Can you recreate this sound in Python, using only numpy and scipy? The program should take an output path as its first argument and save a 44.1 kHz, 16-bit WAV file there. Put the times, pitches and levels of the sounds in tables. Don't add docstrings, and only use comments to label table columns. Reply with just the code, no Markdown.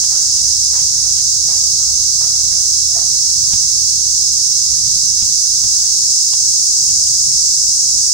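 import sys
import numpy as np
from scipy import signal
from scipy.fft import rfft, irfft, next_fast_len
from scipy.io import wavfile
from scipy.ndimage import uniform_filter1d, minimum_filter1d

SR = 44100
rng = np.random.default_rng(int(sys.argv[2]) if len(sys.argv) > 2 else 0)


def digitize_waveform(pressure):
    field = np.atleast_2d(pressure).T
    bounded = np.clip(field, -1, 1)
    quanta = np.round(bounded * 32767).astype(np.int16)
    wavfile.write(sys.argv[1], SR, quanta)


N = 358533

# frequency in Hz, density in dB per Hz.
CHORUS_LEFT_SPECTRUM = [(1200, -64), (2500, -38), (3200, -28.5), (4100, -10.5), (4600, -8.5), (5100, 0),
                        (5700, -2), (6300, 1), (7100, 1.5), (8300, -2.5), (9400, -18), (10300, -19.5),
                        (11500, -26), (13000, -27.5), (14700, -21.5)]
CHORUS_RIGHT_SPECTRUM = [(1200, -52.5), (2500, -47), (3200, -40.5), (4100, -16.5), (4550, -11), (5150, -1),
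                         (5750, -1.5), (6200, 1), (7100, -9.5), (7800, -20.5), (9000, -16.5),
                         (10300, -20.5), (12000, -38), (13400, -30.5), (14700, -32.5)]
JOINERS_SPECTRUM = [(2500, -50), (3500, -51), (5100, 2), (7000, 2), (8400, 2), (9500, -13), (11500, -26),
                    (14700, -25)]
LEAVERS_SPECTRUM = [(2000, -26.5), (2900, -16.5), (3500, -7.5), (4100, 7.5), (4700, 3.5), (6000, -34)]
# high in Hz, low in Hz.
HIGH_HZ, LOW_HZ = (7040, 6238)
RUMBLE_SPECTRUM = [(12, -50), (22, -20), (36, -7), (57, 0.5), (100, -2), (155, -3.5), (230, -18),
                   (330, -28), (560, -37), (850, -24), (1200, -21), (1550, -30.5), (2200, -23), (3200, -94),
                   (5000, -100)]
# frequency in Hz, left-right likeness from -1 to 1.
LEFT_RIGHT_LIKENESS = [(30, 0.82), (60, 0.99), (160, 0.95), (300, 0.84), (700, 0.25), (1200, -0.61),
                       (2200, 0.12)]
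# multiple of the shaft rate, relative level in dB.
ENGINE_ORDERS_DB = [(2, 3), (3, -3), (4, -6.5), (5, -15.5)]
# contact in seconds, relative tick in dB, relative thump in dB, left minus right in dB.
CASE_KNOCKS = [(0.04, -40.5, -51, 8), (3.536, -26, -18.5, -24), (5.224, -28, -21.5, -16),
               (5.644, -29.5, -23, -26), (6.336, -29, -36, -12)]
# frequency in Hz, relative level in dB, t60 in seconds.
CASE_MODES = [(54, -6, 0.28), (97, 1, 0.13), (177.6, -3.5, 0.12)]
TICK_SPECTRUM = [(100, -19), (350, -6.5), (1000, 3), (2000, -7), (4000, 7.5), (9000, -28)]
# start in seconds, relative level in dB, relative level of kicked-up leaves in dB.
FOOTFALLS = [(.1, -33, -44), (0.719, -33.5, -39), (1.477, -31.5, -45), (2.195, -32, -50),
             (2.945, -31.5, -55)]
SOLE_SPECTRUM = [(150, -30), (300, -10), (410, 1.5), (660, -1), (1100, 1.5), (1350, -26), (1800, -31),
                 (4000, -60)]
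LITTER_SPECTRUM = [(150, -35), (280, -16), (400, -7.5), (560, -4.5), (670, 2.5), (950, -3.5), (1280, 3),
                   (1550, -4), (2300, -7.5), (3500, -47), (6000, -70)]
# peak in seconds, relative level in dB, 1/e half length in seconds.
LEAF_SWISHES = [(0.375, -43.5, 0.055), (1.193, -41.5, .033), (5.84, -46.5, 0.13)]
LEAVES_SPECTRUM = [(300, -28), (800, 2.5), (1300, 0.5), (2100, -1), (3200, 4), (6000, -11), (12000, -40)]
# loudest moment in seconds, pitch there in Hz, relative level in dB.
FAR_CALLS = [(3.64, 1085, -53), (3.76, 815, -53), (4.66, 1240, -54), (5.84, 855, -50)]
# multiple of the horn's pitch, relative level in dB.
HORN_PARTIALS_DB = [(1, -2), (2, -7), (3, -3)]
# start in seconds, level at the start in dB.
TWIG_SNAPS = [(6.886, -40), (7.067, -40), (7.31, -38)]
TWIG_SPECTRUM = [(300, -25), (900, 0), (1500, -12), (2200, 1), (3300, 2), (6000, -14), (12000, -35)]

LEFT_DB, RIGHT_DB = -15, -10.5
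JOIN_S, JOIN_TAKES_S, JOINERS_DB = 5.57, 1, -18.5
LEAVE_S, LEAVE_TAKES_S, LEAVERS_DB = 6.65, 1, -32
HIGH_DB, REST_CHANGE_DB, RETURN_CHANGE_DB = -26.5, -17, 1.5
REST_S, RESUME_S, FADE_S = 2.1, 5.4, 2.1
LOW_DB, LOW_DRIFT_DB = -26, 1
RUMBLE_START_DB, RUMBLE_FADE_DB_PER_S = -42, 0.22
START_HZ, GAIN_HZ_PER_S, IDLE_HZ = 33.8, 0.8, 28.3
LOAD_DB, IDLE_DB = -43, -48.5
RELEASE_S = 4.3
RUN_DOWN_S, UNLOAD_S = 0.46, 0.13
LAND_S, PAT_T60_S, SETTLE_T60_S = 0.016, 0.18, 0.64
SCUFF_AFTER_S, SCUFF_DB = 0.3, -11.5
STOP_S, STOP_TAKES_S, WALKING_DB, STANDING_DB = 3.5, 0.32, -53.5, -62.5
KICK_AFTER_S, KICK_HALF_S = 0.075, 0.032
CALL_HALF_S, CALL_RISE_HZ_PER_S, OVERTONE_DB = 0.056, 670, -5
HORN_HZ, HORN_DB = 500, -59
SNAP_T60_S = 0.14
TOP_HZ = 15780


def amp(db):
    return 10 ** (np.asarray(db) / 20)


def unit(x):
    return x / np.sqrt(np.mean(x ** 2) + 1e-20)


def along(points, hz):
    f, v = np.transpose(points)
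    return np.interp(np.log(hz + 1), np.log(f + 1), v)


def since(s):
    return np.maximum(np.arange(N) / SR - s, 0)


def ramp(middle_s, takes_s):
    return 0.5 + 0.5 * np.tanh(2 * (since(0) - middle_s) / takes_s)


def swell(s, half_s):
    return np.exp(-((since(0) - s) / half_s) ** 2)


def wobble(rate):
    knots = signal.resample_poly(rng.standard_normal(int(N * rate / SR) + 4), 10, 1)
    return np.interp(np.arange(N) * rate * 10 / SR, np.arange(len(knots)), knots)


def filtered(x, response):
    m = next_fast_len(N + SR // 4)
    return irfft(rfft(x, m) * response(np.fft.rfftfreq(m, 1 / SR)), m)[..., :N]


def coloured(x, spectrum):
    return unit(filtered(x, lambda hz: amp(along(spectrum, hz))))


def diffuse(spectrum, patchy_db):
    z = signal.stft(rng.standard_normal((2, N)), nperseg=1024)[2]
    patches = uniform_filter1d(rng.standard_normal(z.shape[1:]), size=4, axis=0)
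    patches = uniform_filter1d(patches, size=10, axis=1)
    pair = signal.istft(z * amp(patchy_db * unit(patches)), nperseg=1024)[1][:, :N]

    def mid_side_response(hz):
        angle = np.arccos(np.clip(along(LEFT_RIGHT_LIKENESS, hz), -1, 1)) / 2
        return amp(along(spectrum, hz)) * [np.cos(angle), np.sin(angle)]

    mid, side = filtered(pair, mid_side_response)
    return unit(np.array([mid + side, mid - side]))


def scattered(x, t60_s):
    size = SR // 5
    blocks = np.resize(x, (N // size + 2, size))
    tails = rng.standard_normal(blocks.shape) * amp(-60 * np.arange(size) / SR / t60_s)
    rung = irfft(rfft(blocks, 2 * size) * rfft(tails, 2 * size))
    return (rung[1:, :size] + rung[:-1, size:]).ravel()[:N]


def cicada(click_hz, jitter, swell_db):
    spread = 0.3 * rng.standard_normal()
    rate_hz = click_hz * np.exp(spread + 0.05 * wobble(3) + jitter * wobble(200))
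    clicks = np.diff(np.floor(np.cumsum(rate_hz) / SR), prepend=0)
    return unit(scattered(clicks, t60_s=0.31)) * amp(swell_db * wobble(9))


def crowd(count):
    return sum(cicada(click_hz=330.7, jitter=0.2, swell_db=0.87) for _ in range(count))


def chorus():
    left = amp(LEFT_DB) * coloured(crowd(7), CHORUS_LEFT_SPECTRUM)
    right = amp(RIGHT_DB) * coloured(crowd(7), CHORUS_RIGHT_SPECTRUM)
    joined = ramp(JOIN_S, JOIN_TAKES_S)
    joiners = amp(JOINERS_DB) * joined * coloured(crowd(2), JOINERS_SPECTRUM)
    remaining = 1 - ramp(LEAVE_S, LEAVE_TAKES_S)
    leavers = amp(LEAVERS_DB) * remaining * coloured(crowd(2), LEAVERS_SPECTRUM)
    return np.array([left + joiners, right + leavers])


def whine(hz, half_width_hz):
    return unit(filtered(rng.standard_normal(N), lambda f: 1 / (1 + ((f - hz) / half_width_hz) ** 2)))


def singers():
    resumed = ramp(RESUME_S, FADE_S)
    resting = ramp(REST_S, FADE_S) - resumed
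    high_db = HIGH_DB + REST_CHANGE_DB * resting + RETURN_CHANGE_DB * resumed
    high = amp(high_db) * whine(HIGH_HZ, half_width_hz=100)
    low = amp(LOW_DB + LOW_DRIFT_DB * wobble(2)) * whine(LOW_HZ, half_width_hz=32)
    return np.array([high + amp(-19) * low, low + amp(-6) * high])


def rumble():
    level_db = RUMBLE_START_DB - RUMBLE_FADE_DB_PER_S * since(0) + 1.4 * wobble(3.5)
    return amp(level_db) * diffuse(RUMBLE_SPECTRUM, patchy_db=2)


def engine():
    coasting = np.exp(-since(RELEASE_S) / RUN_DOWN_S)
    load = np.exp(-since(RELEASE_S) / UNLOAD_S)
    shaft_hz = IDLE_HZ + coasting * (START_HZ + GAIN_HZ_PER_S * since(0) - IDLE_HZ)
    phase = 2 * np.pi * np.cumsum(shaft_hz * (1 + 0.005 * wobble(5.6))) / SR
    level_db = IDLE_DB + load * (LOAD_DB - IDLE_DB) + wobble(1.96)
    return sum(amp(level_db + db + 1.4 * wobble(5)) * np.sin(k * phase) for k, db in ENGINE_ORDERS_DB)


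def knocks():
    out = np.zeros((2, N))
    for s, tick_db, thump_db, pan_db in CASE_KNOCKS:
        t = since(s)
        approach = amp(-60 * np.maximum(s - since(0), 0) / 0.042)
        decay = amp(-60 * t / 0.018) + amp(-5 - 60 * t / 0.19)
        tick = approach * decay * coloured(rng.standard_normal(N), TICK_SPECTRUM)
        thump = sum(amp(db - 60 * t / t60_s) * np.sin(2 * np.pi * hz * t) for hz, db, t60_s in CASE_MODES)
        out += amp([[pan_db], [0]]) * (amp(tick_db) * tick + amp(thump_db) * thump)
    return out


def footfalls(delay_s, t60_s):
    pressure = np.zeros(N)
    for s, db, _ in FOOTFALLS:
        t = since(s + delay_s)
        pressure += amp(db - 60 * t / t60_s) * (1 - np.exp(-(t / LAND_S) ** 2))
    return pressure


def steps():
    pat = amp(-1.5) * footfalls(0, PAT_T60_S) * diffuse(SOLE_SPECTRUM, patchy_db=-0.5)
    press = footfalls(0, SETTLE_T60_S) + amp(SCUFF_DB) * footfalls(SCUFF_AFTER_S, SETTLE_T60_S)
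    rustle_db = WALKING_DB + (STANDING_DB - WALKING_DB) * ramp(STOP_S, STOP_TAKES_S)
    envelope = np.hypot(amp(-2.5) * press, amp(rustle_db + 4 * wobble(9)))
    grain = unit(amp(2.15 * wobble(140)))
    return pat + envelope * grain * diffuse(LITTER_SPECTRUM, patchy_db=4.5)


def swishes():
    kicked = sum(amp(db) * swell(s + KICK_AFTER_S, KICK_HALF_S) for s, _, db in FOOTFALLS)
    brushed = sum(amp(db) * swell(s, half_s) for s, db, half_s in LEAF_SWISHES)
    crackle = unit(amp(2 * wobble(250)))
    return (kicked + brushed) * crackle * diffuse(LEAVES_SPECTRUM, patchy_db=0)


def calls():
    out = np.zeros(N)
    for s, hz, db in FAR_CALLS:
        pitch_hz = (hz + CALL_RISE_HZ_PER_S * (since(0) - s)) * (1 + 0.0258 * wobble(97))
        phase = 2 * np.pi * np.cumsum(pitch_hz) / SR
        tone = np.sin(phase) + amp(OVERTONE_DB) * np.sin(2 * phase)
        out += amp(db + 2.4 * wobble(45)) * swell(s, CALL_HALF_S) * tone
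    return out


def horn():
    hoot = np.clip(since(5.43) / 0.13, 0, 1) * amp(-60 * since(5.95) / 0.5)
    partials = sum(amp(db) * whine(k * HORN_HZ, half_width_hz=6) for k, db in HORN_PARTIALS_DB)
    return amp(HORN_DB) * hoot * partials


def twigs():
    snaps = sum(amp(db - 60 * since(s) / SNAP_T60_S) * (since(s) > 0) for s, db in TWIG_SNAPS)
    return snaps * diffuse(TWIG_SPECTRUM, patchy_db=4)


def scene():
    forest = chorus() + singers() + calls()
    road = rumble() + engine() + horn()
    walker = knocks() + steps() + swishes() + twigs()
    return forest + road + walker


def limiter(x, ceiling, hold_s):
    size = 2 * max(int(hold_s * SR / 2), 2) + 1
    needed = np.minimum(1, ceiling / (np.abs(x) + 1e-9))
    return x * uniform_filter1d(minimum_filter1d(needed, size), size)


def record(dry):
    limited = limiter(dry, ceiling=0.86, hold_s=0.0073)
    return filtered(limited, lambda hz: hz < TOP_HZ)


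dry = scene()
out = record(dry)
digitize_waveform(out)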